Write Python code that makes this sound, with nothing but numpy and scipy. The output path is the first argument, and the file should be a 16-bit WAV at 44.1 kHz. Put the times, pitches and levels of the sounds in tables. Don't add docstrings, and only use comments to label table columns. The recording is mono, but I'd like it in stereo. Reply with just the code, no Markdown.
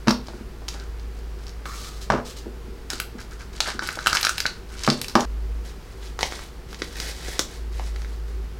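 import sys
import numpy as np
from scipy import signal
from scipy.fft import rfft, irfft, next_fast_len
from scipy.io import wavfile

SR = 44100
rng = np.random.default_rng(int(sys.argv[2]) if len(sys.argv) > 2 else 0)


def file_out(sig):
    cols = np.atleast_2d(sig).T
    lim = np.clip(cols, -1, 1)
    pcm = np.round(lim * 32767).astype(np.int16)
    wavfile.write(sys.argv[1], SR, pcm)


N = 378819
TIME = np.arange(N) / SR
JOLT_TIME = TIME[:1024]
CAPSULE_END_S = 5.254
CUTOFF_HZ = 15900


def from_db(db):
    return 10 ** (np.asarray(db) / 20)


def rms_one(x):
    return x / np.sqrt(np.mean(x ** 2) + 1e-20)


def gain_curve(rows):
    s, db = np.transpose(rows)
    return from_db(np.interp(TIME, s, db)) * (TIME >= s[0]) * (TIME <= s[-1])


def at_hz(points, hz):
    table_hz, values = np.array(points).T
    return np.interp(np.log(hz + 1e-3), np.log(table_hz), values)


def colour(x, spectrum):
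    size = 2 * next_fast_len(len(x))
    hz = np.arange(size // 2 + 1) * SR / size
    cepstrum = irfft(np.log(from_db(at_hz(spectrum, hz))))
    cepstrum[1:size // 2] *= 2
    cepstrum[size // 2 + 1:] = 0
    response = np.exp(rfft(cepstrum))
    return irfft(rfft(x, size) * response)[:len(x)]


def resonance(x, hz, width_hz):
    r = np.exp(-np.pi * width_hz / SR)
    numerator = np.array([1, 0, -1]) * (1 - r * r) / 2
    denominator = [1, -2 * r * np.cos(2 * np.pi * hz / SR), r * r]
    return signal.lfilter(numerator, denominator, x)


def drift(knots_per_s):
    knots = rng.standard_normal(int(knots_per_s * N / SR) + 2)
    return rms_one(np.interp(TIME * knots_per_s, np.arange(len(knots)), knots))


def add(track, s, sound):
    at = int(s * SR)
    track[at:at + len(sound)] += sound[:N - at]


def sized(x, db, seconds):
    return x * from_db(db) * np.sqrt(seconds * SR / 2 / np.sum(x ** 2))


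def jolt(chatter, decay_s):
    push = chatter * rng.standard_normal(len(JOLT_TIME)) * np.exp(-JOLT_TIME / decay_s)
    push[0] = 1
    ripple_db = 20 * np.log10(np.abs(rfft(push))[1:] + .1)
    hz = np.arange(1, len(ripple_db) + 1) * SR / len(push)
    return colour(push, np.column_stack([hz, -.3 * ripple_db]))


def grains(per_s, spread_db, clump_db):
    sizes = from_db(spread_db * np.minimum(rng.exponential(1, N), 4)) * rng.standard_normal(N)
    occurs = rng.random(N) < per_s / SR
    return rms_one(sizes * occurs * from_db(clump_db * drift(70)))


def crinkle(per_s, low_hz, high_hz, spread_db, clump_db):
    clicks = grains(per_s, spread_db, clump_db)
    pitches_hz = np.geomspace(low_hz, high_hz, 12)
    dealt = rng.integers(0, len(pitches_hz), N)
    return rms_one(sum(resonance(clicks * (dealt == k), hz, hz / 2) for k, hz in enumerate(pitches_hz)))


def strokes(rows, attack_s, release_s):
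    power = 0
    for start, length, *levels_db in rows:
        t = TIME - start
        shape = np.clip(t / attack_s, 0, 1) * np.exp(-np.clip((t - length) / release_s, 0, 20))
        power = power + np.outer(from_db(levels_db), shape) ** 2
    return np.sqrt(power)


def snaps(rows, sheet, body, ring, chatter, seconds, body_trim_db, top_trim_db):
    out = np.zeros(N)
    for s, db, hz, body_db, top_db in rows:
        push = jolt(chatter, 0.0027)
        tick = colour(push + ring * resonance(push, hz, hz / 3), sheet)
        tick = colour(tick, [(700, -5.5), (2500, -1.5), (6500, -3), (12000, top_db + top_trim_db)])
        add(out, s, sized(tick, db, seconds))
        shake = colour(jolt(0.18, 0.00091), body)
        add(out, s, sized(shake, db + body_db + body_trim_db, seconds))
    return out


def background(hum_hz=54.06, hum_trim_db=-0.5, waver_db=4.5, rumble_db=-42, air_db=-45):
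    # (time [s], level [dB])
    hum_level = [(0.0, -35.5), (1.1, -34), (1.9, -37), (2.6, -37), (3.5, -39.5), (4.4, -46), (4.7, -38),
                 (5.24, -49), (5.26, -30), (5.6, -27.5), (5.85, -43), (6.2, -39), (6.9, -42), (7.05, -35.5),
                 (7.5, -39), (7.7, -32), (8.59, -32.5)]
    # (frequency [Hz], relative density [dB])
    rumble_spectrum = [(12, -6.5), (25, -0.5), (42, 3), (70, -3), (100, -7), (160, -13), (400, -43.5)]
    air_spectrum = [(41, -31), (70, -10), (86, -27.5), (138, -21.5), (208, -19.5), (321, -22.5), (385, -14),
                    (412, -22), (472, -17), (517, -27.5), (1370, -30.5), (3820, -40), (4690, -38.5),
                    (14600, -58.5), (16000, -77)]
    hum = np.sqrt(2) * np.sin(2 * np.pi * hum_hz * TIME + 0.47 * drift(6.9))
    hum *= gain_curve(hum_level) * from_db(hum_trim_db + waver_db * np.tanh(drift(6.3)))
    rumble = from_db(rumble_db) * rms_one(colour(rng.standard_normal(N), rumble_spectrum))
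    air = from_db(air_db) * rms_one(colour(rng.standard_normal(N), air_spectrum))
    return hum + rumble + air


def hand_slide(hiss_trim_db=-1, rub_trim_db=-2):
    # (start [s], length [s], hiss level [dB], hollow rub level [dB])
    hand_strokes = [(1.65, 0.1, -43, -37.5), (1.745, 0.14, -40.5, -48), (1.89, 0.1, -48.5, -55),
                    (2.005, 0.025, -39.5, -56), (2.245, 0.067, -40.5, -55), (2.355, 0.031, -42, -63)]
    # (frequency [Hz], relative density [dB])
    skin = [(400, -5), (850, -10), (1700, -7.5), (3000, -2.5), (4500, 0.5), (7000, -4.5), (10000, -12),
            (16000, -21)]
    slide_body = [(500, -23), (800, -11), (1020, 0.5), (1330, 9.5), (1600, -5), (2400, -4.5), (5000, -31.5)]
    hiss_gain, rub_gain = strokes(hand_strokes, attack_s=0.012, release_s=0.018)
    friction = grains(14000, spread_db=2.9, clump_db=1)
    hiss = from_db(hiss_trim_db) * hiss_gain * rms_one(colour(friction, skin))
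    rub = from_db(rub_trim_db) * rub_gain * rms_one(colour(friction, slide_body))
    return hiss + rub


def leaflet(rub_trim_db=-1):
    # (start [s], length [s], level [dB])
    paper_strokes = [(5.64, 0.062, -48.5), (5.8, 0.3, -58), (6.015, 0.043, -43), (6.195, 0.07, -36.5),
                     (6.3, 0.053, -39.5), (6.38, 0.048, -41.5), (6.68, 0.055, -49), (6.78, 0.21, -45.5),
                     (6.945, 0.05, -38.5), (7.0, 0.1, -35.5), (7.12, 0.15, -43), (7.235, 0.14, -38),
                     (7.475, 0.09, -46), (7.715, 0.18, -47.5), (7.94, 0.2, -53), (8.27, 0.025, -53)]
    # (time [s], peak level [dB], frequency [Hz])
    puffs = [(6.2305, -17, 860), (6.335, -29, 1200), (6.392, -29, 1010), (6.82, -17.5, 326),
             (7.284, -22, 327), (7.394, -20, 278), (7.797, -23, 630)]
    # (time [s], peak level [dB], ring [Hz], flap re treble [dB], top octave re treble [dB])
    paper_snaps = [(6.191, -15, 2400, 3, -21), (6.209, -15, 4650, -1.5, -19), (6.2301, -4.5, 2860, -4, -54),
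                   (6.323, -23.5, 2460, 5.5, -21), (6.7295, -27.5, 3640, 2, -13),
                   (6.745, -22.5, 4300, -21, -30), (6.8197, -13, 3420, 0.5, -38),
                   (7.001, -11.5, 5300, -27, -15), (7.283, -26, 4330, 1, -20),
                   (7.3933, -2.5, 6700, -7, -16.5), (7.796, -29.5, 2170, 5.5, -36),
                   (7.961, -27.5, 2900, 1, -24), (8.019, -29, 2300, 1, -24), (8.047, -34.5, 3780, 8.5, -29)]
    # (frequency [Hz], relative density [dB])
    paper = [(250, 6.5), (600, 0), (1200, -6.5), (1850, 2.5), (2700, -4.5), (3700, -0.5), (5400, -1.5),
             (7500, -6.5), (11000, -12.5), (16000, -19)]
    flap = [(60, -41), (150, -14), (300, 0.5), (650, -0.5), (1100, 3), (1400, 4.5), (2000, 4), (4000, -18),
            (9000, -66)]
    fibres = crinkle(11000, 500, 14000, spread_db=2.3, clump_db=1.6)
    rub_gain = strokes(paper_strokes, attack_s=0.012, release_s=0.035)[0]
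    out = from_db(rub_trim_db) * rub_gain * rms_one(colour(fibres, paper))
    for s, db, hz in puffs:
        puff = resonance(resonance(jolt(0.0088, 0.0011), hz, hz), hz, hz)
        add(out, s, sized(puff, db, 0.0016))
    return out + snaps(paper_snaps, paper, flap, ring=1.0, chatter=0.22, seconds=0.0005,
                       body_trim_db=0, top_trim_db=11)


def bag(film_trim_db=-3.5, hollow_trim_db=-2):
    # (start [s], length [s], film level [dB], hollow level [dB])
    bag_drags = [(0.23, 0.17, -52, -53), (0.685, 0.06, -41, -59), (0.75, 0.08, -49.5, -48),
                 (1.14, 0.06, -52, -64), (1.38, 0.12, -51, -60), (2.895, 0.066, -34, -42),
                 (3.18, 0.014, -35, -40.5), (3.3, 0.026, -41.5, -46), (3.39, 0.029, -41.5, -41),
                 (3.525, 0.055, -43.5, -51), (3.62, 0.12, -36.5, -40.5), (3.65, 0.042, -31.5, -29.5),
                 (3.81, 0.037, -32.5, -36.5), (3.86, 0.29, -38.5, -40.5), (4.09, 0.11, -30.5, -32),
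                 (4.14, 0.025, -24.5, -29), (4.222, 0.03, -24, -38), (4.335, 0.037, -36, -42),
                 (4.42, 0.19, -56, -52), (4.68, 0.095, -42.5, -53), (4.765, 0.18, -36.5, -50),
                 (4.96, 0.1, -43, -56), (5.085, 0.022, -36, -52), (5.18, 0.08, -38.5, -43)]
    # (time [s], peak level [dB], ring [Hz], capsule hollow re treble [dB], top octave re treble [dB])
    bag_snaps = [(0.6825, -17.5, 3340, -32, -18), (0.6864, -14.5, 5700, -32, -20),
                 (2.9024, -11, 5660, -43, -16), (2.933, -17, 4120, -16, -13), (3.0003, -10, 2780, -9.5, -5),
                 (3.6044, -2, 4060, -18, -23), (3.7928, -17.5, 4790, 2, -38),
                 (3.8736, -17.5, 4770, -22, -8), (3.8889, -16.5, 2500, 1, -33),
                 (3.9891, -22, 3870, 2.5, -38), (4.0613, -12.5, 3160, 2, -16),
                 (4.0701, -1.5, 2800, -5.5, -16), (4.0772, -10, 3670, -3, -20),
                 (4.1299, -7, 5030, -2.5, -17), (4.15, -10, 5530, -3.5, -12), (4.1574, -14, 5780, -2, -22),
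                 (4.1703, -4, 2600, -33, -42), (4.2115, -13.5, 2760, -22, -6), (4.2299, -6, 4790, -23, -18),
                 (4.2503, -4.5, 5020, -9.5, -16), (4.2687, -7, 2600, -5, -32), (4.293, -8.5, 6240, -4, -14),
                 (4.381, -9.5, 2580, -29, -16), (4.4034, -7, 4850, -19, -14),
                 (4.4552, -20.5, 3840, 9.5, -28), (4.464, -6.5, 4320, -28, -25),
                 (4.836, -15, 6400, -26, -31), (4.8464, -14, 2770, -25, -40),
                 (4.8657, -13.5, 4440, -19, -16), (4.8886, -13, 4570, -16, -26),
                 (4.9015, -2.5, 4470, -27, -25.5), (5.015, -11.5, 4460, -41, -9),
                 (5.0446, -17.5, 2640, -25.5, -17), (5.0828, -16, 4660, -29, -11),
                 (5.097, -22, 4820, -20, -19), (5.2065, -12.5, 5540, -30, -20)]
    # (frequency [Hz], relative density [dB])
    film = [(300, -15.5), (800, 0.5), (2000, 0), (3200, -1.5), (4800, 2), (7500, -5.5), (11000, -13.5),
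            (16000, -26)]
    hollow = [(300, -17.5), (800, -17), (1100, -14.5), (1300, 0.5), (1460, 5.5), (1700, -5), (2200, -10),
              (4000, -47), (9000, -61)]
    film_gain, hollow_gain = strokes(bag_drags, attack_s=0.013, release_s=0.019)
    wrinkles = crinkle(3000, 1000, 14000, spread_db=4.1, clump_db=2.5)
    crackle = from_db(film_trim_db) * film_gain * rms_one(colour(wrinkles, film))
    slips = grains(1500, spread_db=1.9, clump_db=1.5)
    scrape = from_db(hollow_trim_db) * hollow_gain * rms_one(colour(slips, hollow))
    return crackle + scrape + snaps(bag_snaps, film, hollow, ring=1.6, chatter=0.29, seconds=0.00053,
                                    body_trim_db=6.5, top_trim_db=19)


def bounces(gap_s=0.0115, gap_spread=0.205, thud_fade_db_per_s=234, clack_fade_db_per_s=138):
    # (first bounce [s], length [s], thud level [dB], thud centre [Hz], clack level [dB], clack [Hz])
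    rattles = [(2.1202, 0.085, -15, 594, -11, 1040), (5.163, 0.078, -15, 760, -9.5, 910)]
    blows = []
    for start, length, thud_db, thud_hz, clack_db, clack_hz in rattles:
        gaps = gap_s * (1 + gap_spread * rng.uniform(-1, 1, size=12))
        for t in np.cumsum(gaps) - gaps[0]:
            if t < length:
                faded_thud_db = thud_db - thud_fade_db_per_s * t
                faded_clack_db = clack_db - clack_fade_db_per_s * t
                blows.append((start + t, faded_thud_db, thud_hz, faded_clack_db, clack_hz))
    return blows


def knocks(thud_trim_db=-6, reach=0.43, clack_width=0.88):
    # (time [s], thud level [dB], thud centre [Hz], clack level [dB], clack [Hz])
    blows = [(0.069, -22, 200, -27, 1300), (0.0729, -4, 189, -9.5, 1150), (0.0821, -10, 264, -5.5, 1350),
             (0.0912, -15, 200, -24, 800), (0.107, -41, 260, -9, 920), (0.285, -35, 330, -24, 766),
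             (0.335, -27, 300, -31, 700), (0.402, -25.5, 262, -44, 600), (0.62, -41, 700, -30.5, 900),
             (0.745, -34, 704, -31, 805), (1.6563, -48, 900, -20.5, 1350), (2.1016, -25, 230, -2, 1140),
             (2.108, -16.5, 140, -17, 1400), (2.1373, -13, 270, -17, 1000), (2.46, -20.5, 324, -35, 550),
             (2.674, -27.5, 257, -55, 500), (2.926, -25, 353, -46, 500), (3.144, -24, 271, -50, 500),
             (3.674, -34, 420, -21, 950), (3.686, -36, 700, -21, 965), (3.742, -25.5, 285, -50, 500),
             (3.823, -32, 400, -19, 1050), (3.974, -49, 520, -20.5, 714), (4.8769, -6.5, 185, -3, 1210),
             (4.886, -18, 300, -17, 646), (4.913, -14.5, 430, -38, 700), (5.1542, -6, 292, 1.5, 960)]
    # (frequency [Hz], relative level [dB], t60 [s])
    table_modes = [(140, 1.5, 0.18), (208.5, 3, 0.15), (243.9, 0.5, 0.29), (281.5, 0, 0.15),
                   (348, 2.5, 0.19), (392.7, -0.5, 0.3), (446, 1, 0.076), (500, -4, 0.46),
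                   (589, -3.5, 0.21), (688.4, -1.5, 0.26), (800, -3, 0.13), (850, -2, 0.065),
                   (1016, -4, 0.28), (1240, -22, 0.18)]
    out, t = np.zeros(N), TIME[:SR // 3]
    hz, mode_db, t60 = np.transpose(table_modes)
    rings = np.sin(2 * np.pi * hz[:, None] * t) * from_db(-60 * t / t60[:, None])
    signs = (-1) ** np.arange(len(hz))
    for s, thud_db, centre_hz, clack_db, clack_hz in [*blows, *bounces()]:
        nearness = np.exp(-.5 * (np.log(hz / centre_hz) / reach) ** 2)
        weight = from_db(mode_db + rng.normal(0, 1, len(hz))) * nearness
        thud = (weight / np.linalg.norm(weight) * signs) @ rings
        add(out, s, from_db(thud_db + thud_trim_db) * thud)
        clack = resonance(jolt(0.12, 0.0054), clack_hz, clack_hz * clack_width)
        clack = colour(clack, [(200, 16.0), (1450, -1.0), (2100, -7.0), (3300, -12.5), (6000, -9), (15000, -34)])
        add(out, s, sized(clack, clack_db, 0.0012))
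    return out


def shell_cracks(trim_db=-2, ring_width_hz=1300, broad=0.14):
    # (time [s], peak level [dB], ring [Hz])
    cracks = [(0.0741, -19, 4500), (0.0823, -11, 4460), (0.083, -11.5, 2800), (0.092, -18, 4970),
              (0.095, -13.5, 4700), (0.1065, -15, 4640), (0.109, -9, 4900), (0.111, -19, 4900),
              (0.284, -30, 4000), (0.997, -36, 4500), (1.468, -29, 5100), (1.481, -30.5, 5030),
              (1.494, -31, 5000), (1.656, -27, 2930), (2.102, -18.5, 5000), (2.122, -23, 4940),
              (5.1537, -8.5, 4670), (5.159, -17, 4900), (5.165, -22, 4800)]
    out = np.zeros(N)
    for s, db, hz in cracks:
        push = jolt(0.13, 0.0036)
        broadband = colour(push, [(300, -28), (1500, -6), (3000, -2), (6000, -8), (15000, -14)])
        crack = resonance(push, hz, ring_width_hz) + broad * broadband
        crack = colour(crack, [(5500, 3.5), (8000, -4.5), (15000, -3.5)])
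        add(out, s, sized(crack, db + trim_db, 0.001))
    return out


def even(noise):
    spectrum = rfft(noise)
    return irfft(spectrum / (np.abs(spectrum) + 1e-12), len(noise))


def room(x, wet_db=-5, build_s=0.0013):
    # (frequency [Hz], t60 [s])
    room_t60 = [(150, 0.39), (600, 0.33), (2000, 0.19), (5000, 0.35), (9000, 0.1), (15000, 0.29)]
    t, edges_hz = TIME[:SR // 2], np.geomspace(90, 18000, 9)
    diffuse = np.concatenate([even(block) for block in rng.standard_normal((25, len(t) // 25))])
    tail = 0
    for low, high in zip(edges_hz, edges_hz[1:]):
        band_filter = signal.butter(2, [low, high], "band", fs=SR, output="sos")
        band = signal.sosfiltfilt(band_filter, diffuse)
        tail = tail + band * from_db(-60 * t / at_hz(room_t60, np.sqrt(low * high)))
    build = np.clip(t / build_s, 0, 1) ** 2
    tail = from_db(wet_db) * rms_one(tail * build) / np.sqrt(len(t))
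    tail = colour(tail, [(200, -7.0), (600, -2), (2000, -1.5), (5000, -1.0), (14000, 2.5)])
    return x + signal.fftconvolve(x, tail)[:N]


def scene():
    unpacking = room(knocks() + shell_cracks() + bag() + hand_slide()) * (TIME < CAPSULE_END_S)
    mono = unpacking + room(leaflet()) + background()
    return np.array([mono, mono])


def record(dry):
    low_pass = signal.ellip(12, .1, 100, CUTOFF_HZ, fs=SR, output="sos")
    return signal.sosfilt(low_pass, np.clip(dry, -1, 1))


dry = scene()
out = record(dry)
file_out(out)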